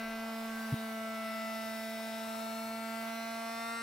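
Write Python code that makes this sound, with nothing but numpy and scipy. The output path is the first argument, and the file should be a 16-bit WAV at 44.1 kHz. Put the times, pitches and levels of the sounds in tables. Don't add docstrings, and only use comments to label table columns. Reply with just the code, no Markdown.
import sys
import numpy as np
from scipy import signal
from scipy.fft import rfft, irfft, next_fast_len
from scipy.io import wavfile
from scipy.ndimage import uniform_filter1d, map_coordinates

SR = 44100
rng = np.random.default_rng(int(sys.argv[2]) if len(sys.argv) > 2 else 0)


def voltage_ratio(decibels):
    exponent = np.asarray(decibels, float) / 20
    return 10 ** exponent


def file_out(sig):
    cols = np.atleast_2d(sig).T
    lim = np.clip(cols, -1, 1)
    pcm = np.round(lim * 32767).astype(np.int16)
    wavfile.write(sys.argv[1], SR, pcm)


N = 168462

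# (time [s], orbit rate [Hz])
ORBIT_HZ = [
    (0, 224.4),
    (.42, 224.5),
    (.68, 222.9),
    (1.05, 222.2),
    (1.3, 221.6),
    (1.9, 222.4),
    (2.36, 223.1),
    (2.95, 225.3),
    (3.5, 227.7),
    (3.82, 230.5),
]


def unit(x):
    return x / np.sqrt(np.mean(x ** 2) + 1e-20)


def along(points, hz):
    point_hz, value = np.transpose(points)
    return np.interp(np.log(hz + 1), np.log(point_hz + 1), value)


def wobble(rate_hz, count=1, step=1):
    at = np.arange(0, N + step, step)[:N] * rate_hz / SR
    knots = rng.standard_normal((count, 600))
    return np.array([map_coordinates(row[:int(at[-1]) + 4], [at]) for row in knots])


def filtered(x, response):
    m = next_fast_len(N + 8192)
    return irfft(rfft(x, m) * response(np.fft.rfftfreq(m, 1 / SR)), m)[..., :N]


def rush(spectrum, alike, patchy_db):
    z = signal.stft(rng.standard_normal((2, N)), nperseg=512)[2]
    field = uniform_filter1d(rng.standard_normal(z.shape[1:]), 6, 0)
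    field = uniform_filter1d(field, 24, 1)
    pair = signal.istft(z * voltage_ratio(patchy_db * unit(field)), nperseg=512)[1][:, :N]
    bounded = [(0.92, -120)] + spectrum + [(22050, -120)]

    def mid_side_gain(hz):
        turn = np.arccos(np.clip(along(alike, hz), -1, 1)) / 2
        return voltage_ratio(along(bounded, hz)) * [np.cos(turn), np.sin(turn)]

    mid, side = filtered(pair, mid_side_gain)
    return unit(np.array([mid + side, mid - side]))


def swell(k, t, table):
    return sum(up_db * np.exp(-((t - at) / half) ** 2) for at, half, n, up_db in table if round(n) == k)


def workshop():
    # (frequency [Hz], density [dB per Hz])
    murmur = [(20, -40), (45, -11), (85, 4), (160, -2), (260, 6.5), (330, -11), (400, -61)]
    return voltage_ratio(-69.5) * rush(murmur, [(100, 0.99)], patchy_db=-1.0)


def camera():
    # (frequency [Hz], density [dB per Hz])
    handling = [(8, 0), (25, -3), (42, -20), (90, -45)]
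    # (frequency [Hz], level [dB], start phase [turns])
    body_modes = [
        (134.4, -26, 0.38),
        (265.4, -38.5, 0.26),
    ]
    handling_end_s, bump_s = 0.75, 0.719
    length_s, rise_s, fall_s = 0.0268, 0.011, 0.0035
    t = np.arange(N) / SR
    held = np.clip((handling_end_s - t) / 0.02, 0, 1)
    rumble = voltage_ratio(-70.5 + 3.3 * wobble(9.2)) * rush(handling, [(30, 0.71)], patchy_db=0.0) * held
    since_s = t - bump_s
    ramp = np.clip(np.minimum(since_s / rise_s, (length_s - since_s) / fall_s), 0, 1)
    shape = np.sin(np.pi / 2 * ramp) ** 2
    ring = sum(voltage_ratio(db) * np.sin(2 * np.pi * (hz * since_s + turns)) for hz, db, turns in body_modes)
    return rumble + shape * ring


def order(k, level, orbit_rad, wander_db):
    # (frequency [Hz], side share of an order [ratio])
    spread = [(220, .085), (700, .27), (1500, .46), (4000, .48), (10000, .65)]
    # (time [s], half width [s], order [-], level [dB])
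    slats = [(0.59, 0.14, 7, 9), (0.56, 0.15, 5, 5.5), (0.14, 0.43, 7, 3.5), (3.74, 0.12, 6, 4.5),
             (3.64, 0.14, 16, 8), (3.17, 0.14, 18, 8), (3.63, 0.25, 24, 17), (3.8, .15, 36, 7),
             (2.9, .15, 34, -3), (3.77, 0.15, 35, 5), (3.68, 0.19, 9, 2.5), (0.78, 0.06, 17, 9),
             (3.55, 0.31, 5, 4.5), (3.7, 0.28, 8, 6.5), (0.96, .1, 12, -5), (3.4, 0.22, 13, 5.5),
             (0.31, 0.54, 14, 7.5), (2.55, .33, 14, -17), (3.53, .12, 17, -20), (.14, 0.23, 17, -3),
             (1.5, 0.15, 18, 5), (3, .1, 18, -11), (.98, .1, 18, -12), (0.34, .35, 19, -5),
             (2.53, .2, 19, 5), (2.6, 0.32, 20, 2.5), (.65, .2, 20, -5), (1.3, .17, 21, 0),
             (1.13, 0.19, 21, -7), (0.62, 0.097, 21, 10), (3, 0.11, 21, 8), (0.21, .25, 22, 3),
             (0.99, .17, 22, -11), (1.44, 0.17, 22, 3), (1.81, .1, 22, -1), (2.6, 0.18, 22, -4),
             (3.65, .25, 23, 12), (1.5, 0.23, 23, -17), (2.83, 0.14, 23, -9), (2.9, .2, 24, 10),
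             (1.85, .13, 25, 7), (3.15, .2, 25, 7.5), (1.1, 0.33, 25, -7), (2.75, .3, 26, -5),
             (1.7, .6, 41, 17), (2.97, .2, 29, 14), (3.95, .25, 34, 9), (3.57, 0.15, 44, 5),
             (3.05, .2, 38, 8), (4, .2, 31, -8)]
    # (time [s], half width [s], order [-], level
    # [dB])
    more_slats = [
        (0.63, 0.14, 2, -5),
        (3.2, .33, 8, 7),
        (0.72, .15, 4, -5),
        (1.62, .17, 7, 5),
        (2.7, 0.14, 11, 3),
    ]
    # (time [s], half width [s], order [-], left over right [dB])
    swings = [(1.93, 0.67, 1, -2.5), (0.32, .6, 2, 2), (1.74, 0.37, 2, -6), (0.6, 0.66, 3, 5.5),
              (3.2, 0.66, 3, -4), (3.5, 0.36, 4, -4.5), (1, .2, 4, 8), (.2, 0.41, 5, -9), (1.6, 0.2, 5, 4),
              (0.67, 0.48, 6, -14), (2.1, 0.45, 6, 9.5), (2.5, 0.49, 7, 17), (3.5, .3, 7, -12),
              (0.74, 0.65, 8, 26), (2.6, 0.23, 10, 10), (0.51, 0.33, 10, -25), (2, .2, 11, 9),
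              (1.7, .4, 12, -3), (2.85, .2, 12, 16), (3.07, .2, 13, -13)]
    slow_rate_hz, flutter_rate_hz, flutter_db = 2.944, 60, 0.2146
    centred_order, centred_share = 9, 0.45

    slow = wobble(slow_rate_hz, count=3, step=256)
    t, knots = np.arange(N), np.arange(0, N + 256, 256)
    flutter = flutter_db * wobble(flutter_rate_hz, step=256)[0] * np.sqrt(k)
    gain = voltage_ratio(swell(k, knots / SR, slats + more_slats) + wander_db * slow[0] + flutter)

    drift = 0.35 * slow[1] + 1j * (0.8 * rng.choice([-1, 1]) + 0.55 * slow[2])
    side = along(spread, k * ORBIT_HZ[0][1]) * drift
    if k == centred_order:
        side = side * centred_share
    side = side + np.tanh(swell(k, knots / SR, swings) * np.log(10) / 20 / 2)

    tone = np.sqrt(2) * level * np.exp(1j * k * orbit_rad)
    return np.array([(np.interp(t, knots, gain * (1 + way * side)) * tone).real for way in (1, -1)])


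def sander():
    # (time [s], table shake [dB], panel ring [dB], pad chatter [dB], grit [dB], rasp [dB])
    strokes = [(0, -43, -46, -8, -2.5, 4), (.45, -42, -47, -8, 0, 3.5), (.58, -42, -53, -4, 0.5, 4),
               (.72, -41.5, -50, -6, 1, 5), (.99, -43, -44.5, -4, 0, 2), (1.31, -45, -44, -11, 1, -2),
               (1.8, -45, -45, 2, 2, -0.5), (2.3, -45.5, -45, 9.5, 1, 0),
               (2.5, -44.5, -44.5, 6.5, 1.5, -3.5), (2.97, -44, -46, 2.5, 1, -3),
               (3.49, -47, -45, 9.5, -0.5, -1), (3.72, -48, -48.5, 11, -0.5, 1),
               (3.82, -49, -63, 13.5, -6, 3)]
    # (order [-], level [dB], second path share [ratio], beats [Hz], start [turns])
    pad_orders = [(2, -58.5, 0.41, 0.566, 0.67), (4, -58, 0.54, 0.24, 0.3), (5, -58.5, 0.88, 0.14, 0.23),
                  (6, -51, 0.3, 0.49, 0.36), (7, -53, 0.55, 0.091, 0.33), (8, -65.5, 0.42, 0.41, 0.33),
                  (9, -54, 0.27, 0.17, 1), (10, -60.5, 0.62, 0.638, 0.1), (11, -64, 0.69, 0.18, 0.19),
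                  (12, -64, 0.52, 0.55, 0.021), (13, -67.5, 0.78, 0.24, 0.85), (14, -65, 0.083, 0.72, 0.94),
                  (15, -72.5, 0.36, 0.52, 0.14), (16, -61.5, 0.23, 0.19, 0.64),
                  (17, -65.5, 0.92, 0.46, 0.18), (18, -64, 0.56, 0.1, 0.37), (19, -62.5, 0.12, 0.54, 0.86),
                  (20, -69.5, 0.34, 0.815, 0.58), (21, -69.5, 0.22, 0.45, 0.4), (22, -72, 0.39, 0.41, 0.21),
                  (23, -72, 0.42, 0.46, 0.15), (24, -67.5, 0.7, 0.394, 0.28), (25, -71.5, 0.35, 0.78, 0.16),
                  (26, -74.5, 0.35, 0.36, 0.46)]
    # (order [-], share [ratio], beats [Hz], start [turns])
    wall_path = [(2, 0.31, -0.27, 0.072), (4, 0.21, 1.555, 0.57), (5, 0.23, -0.51, 0.63),
                 (6, 0.21, -0.804, 0.033), (7, 0.32, -0.966, 0.97), (8, 0.52, -0.925, 0.49),
                 (9, 0.47, 0.504, 0.23), (10, 0.32, -0.695, 0.69), (11, 0.68, -0.6, 1),
                 (12, 0.79, -0.687, 0.83), (13, 0.58, -0.65, 0.83), (14, 0.73, -0.029, 0.54),
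                 (15, 0.1, -1.3, 0.43), (16, 0.66, 0.091, 0.34), (17, 0.42, 0.75, 0.3),
                 (18, 0.25, 0.71, 0.4), (19, 1, -0.11, 0.68), (20, 0.5, 0.52, 0.18),
                 (21, 0.48, 1.125, 0.87), (22, 1, -1.17, 0.66), (23, 0.84, -0.78, 0.34),
                 (24, 0.78, -0.32, 0.594), (25, 0.32, 1.26, 0.94), (26, 0.22, 1.25, 1)]
    # (frequency [Hz], level of each [dB])
    high_orders = [(6000, -81.5), (6800, -88.5), (8100, -80), (9000, -86.5), (10500, -86)]
    # (frequency [Hz], density [dB per Hz])
    grit_spectrum = [(420, -16.5), (750, -4), (3000, -9.5), (6900, -15.5), (8400, -14.5), (9900, -16),
                     (12500, -12.5), (16000, -17)]
    # (frequency [Hz], density [dB per Hz])
    rasp_spectrum = [(400, -15), (540, -9.5), (800, -4), (1050, -10), (2400, -13.5)]
    # (frequency [Hz], left-right likeness [ratio])
    likeness = [(300, .97), (700, .85), (1700, .55), (3000, .6), (4000, .45), (8000, .3), (15000, .08)]
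    # (frequency [Hz], left over right [dB])
    lean = [(200, -1.5), (380, 0), (700, -2), (1290, 1), (2380, 1), (4400, -0.5), (8120, 5.5), (15000, 6)]
    jitter_rad, snap_rad, snap_from_order = 0.0086, 0.85, 5

    t = np.arange(N) / SR
    time_s, *columns = np.transpose(strokes)
    shake_db, ring_db, chatter_db, grit_db, rasp_db = [np.interp(t, time_s, c) for c in columns]
    orbit_hz = np.interp(t, *np.transpose(ORBIT_HZ))
    jitter = jitter_rad * (wobble(40)[0] + 3 * wobble(5.7)[0])
    orbit_rad = 2 * np.pi * np.cumsum(orbit_hz) / SR + jitter

    tones = order(1, voltage_ratio(shake_db), orbit_rad, 0.23)
    tones += order(3, voltage_ratio(ring_db) * np.exp(-0.4j), orbit_rad, 0.24)

    def beat(share, beats_hz, turns):
        return share * np.exp(2j * np.pi * (beats_hz * t + turns))

    for (k, db, *panel), (_, *wall) in zip(pad_orders, wall_path):
        k = round(k)
        paths = np.abs(1 + beat(*panel) + beat(*wall))
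        start_rad = rng.normal() * (snap_rad if k >= snap_from_order else np.pi)
        tones += order(k, voltage_ratio(db) * paths * np.exp(1j * start_rad), orbit_rad, 1.08)
    for k in range(27, 49):
        level = voltage_ratio(along(high_orders, k * orbit_hz[0]) + chatter_db)
        tones += order(k, level * np.exp(1j * snap_rad * rng.normal()), orbit_rad, 1)

    bite = 1 + 0.072 * np.cos(orbit_rad) + 0.1 * np.cos(2 * orbit_rad)
    grit_gain = voltage_ratio(-51.5 + grit_db + 0.22 * wobble(7.5)) * bite
    grit = grit_gain * rush(grit_spectrum, likeness, patchy_db=1.54)
    rasp = voltage_ratio(-57.5 + rasp_db) * bite ** 2 * rush(rasp_spectrum, likeness, patchy_db=2.1)
    return filtered(tones + grit + rasp, lambda hz: voltage_ratio(np.outer([0.5, -0.5], along(lean, hz))))


def scene():
    return workshop() + camera() + sander()


def top_cut(x):
    return signal.sosfilt(signal.butter(12, 16620, fs=SR, output="sos"), x)


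def record(dry):
    top_hz = 15810
    mix = filtered(dry, lambda hz: hz < top_hz)
    return top_cut(mix)


dry = scene()
out = record(dry)
file_out(out)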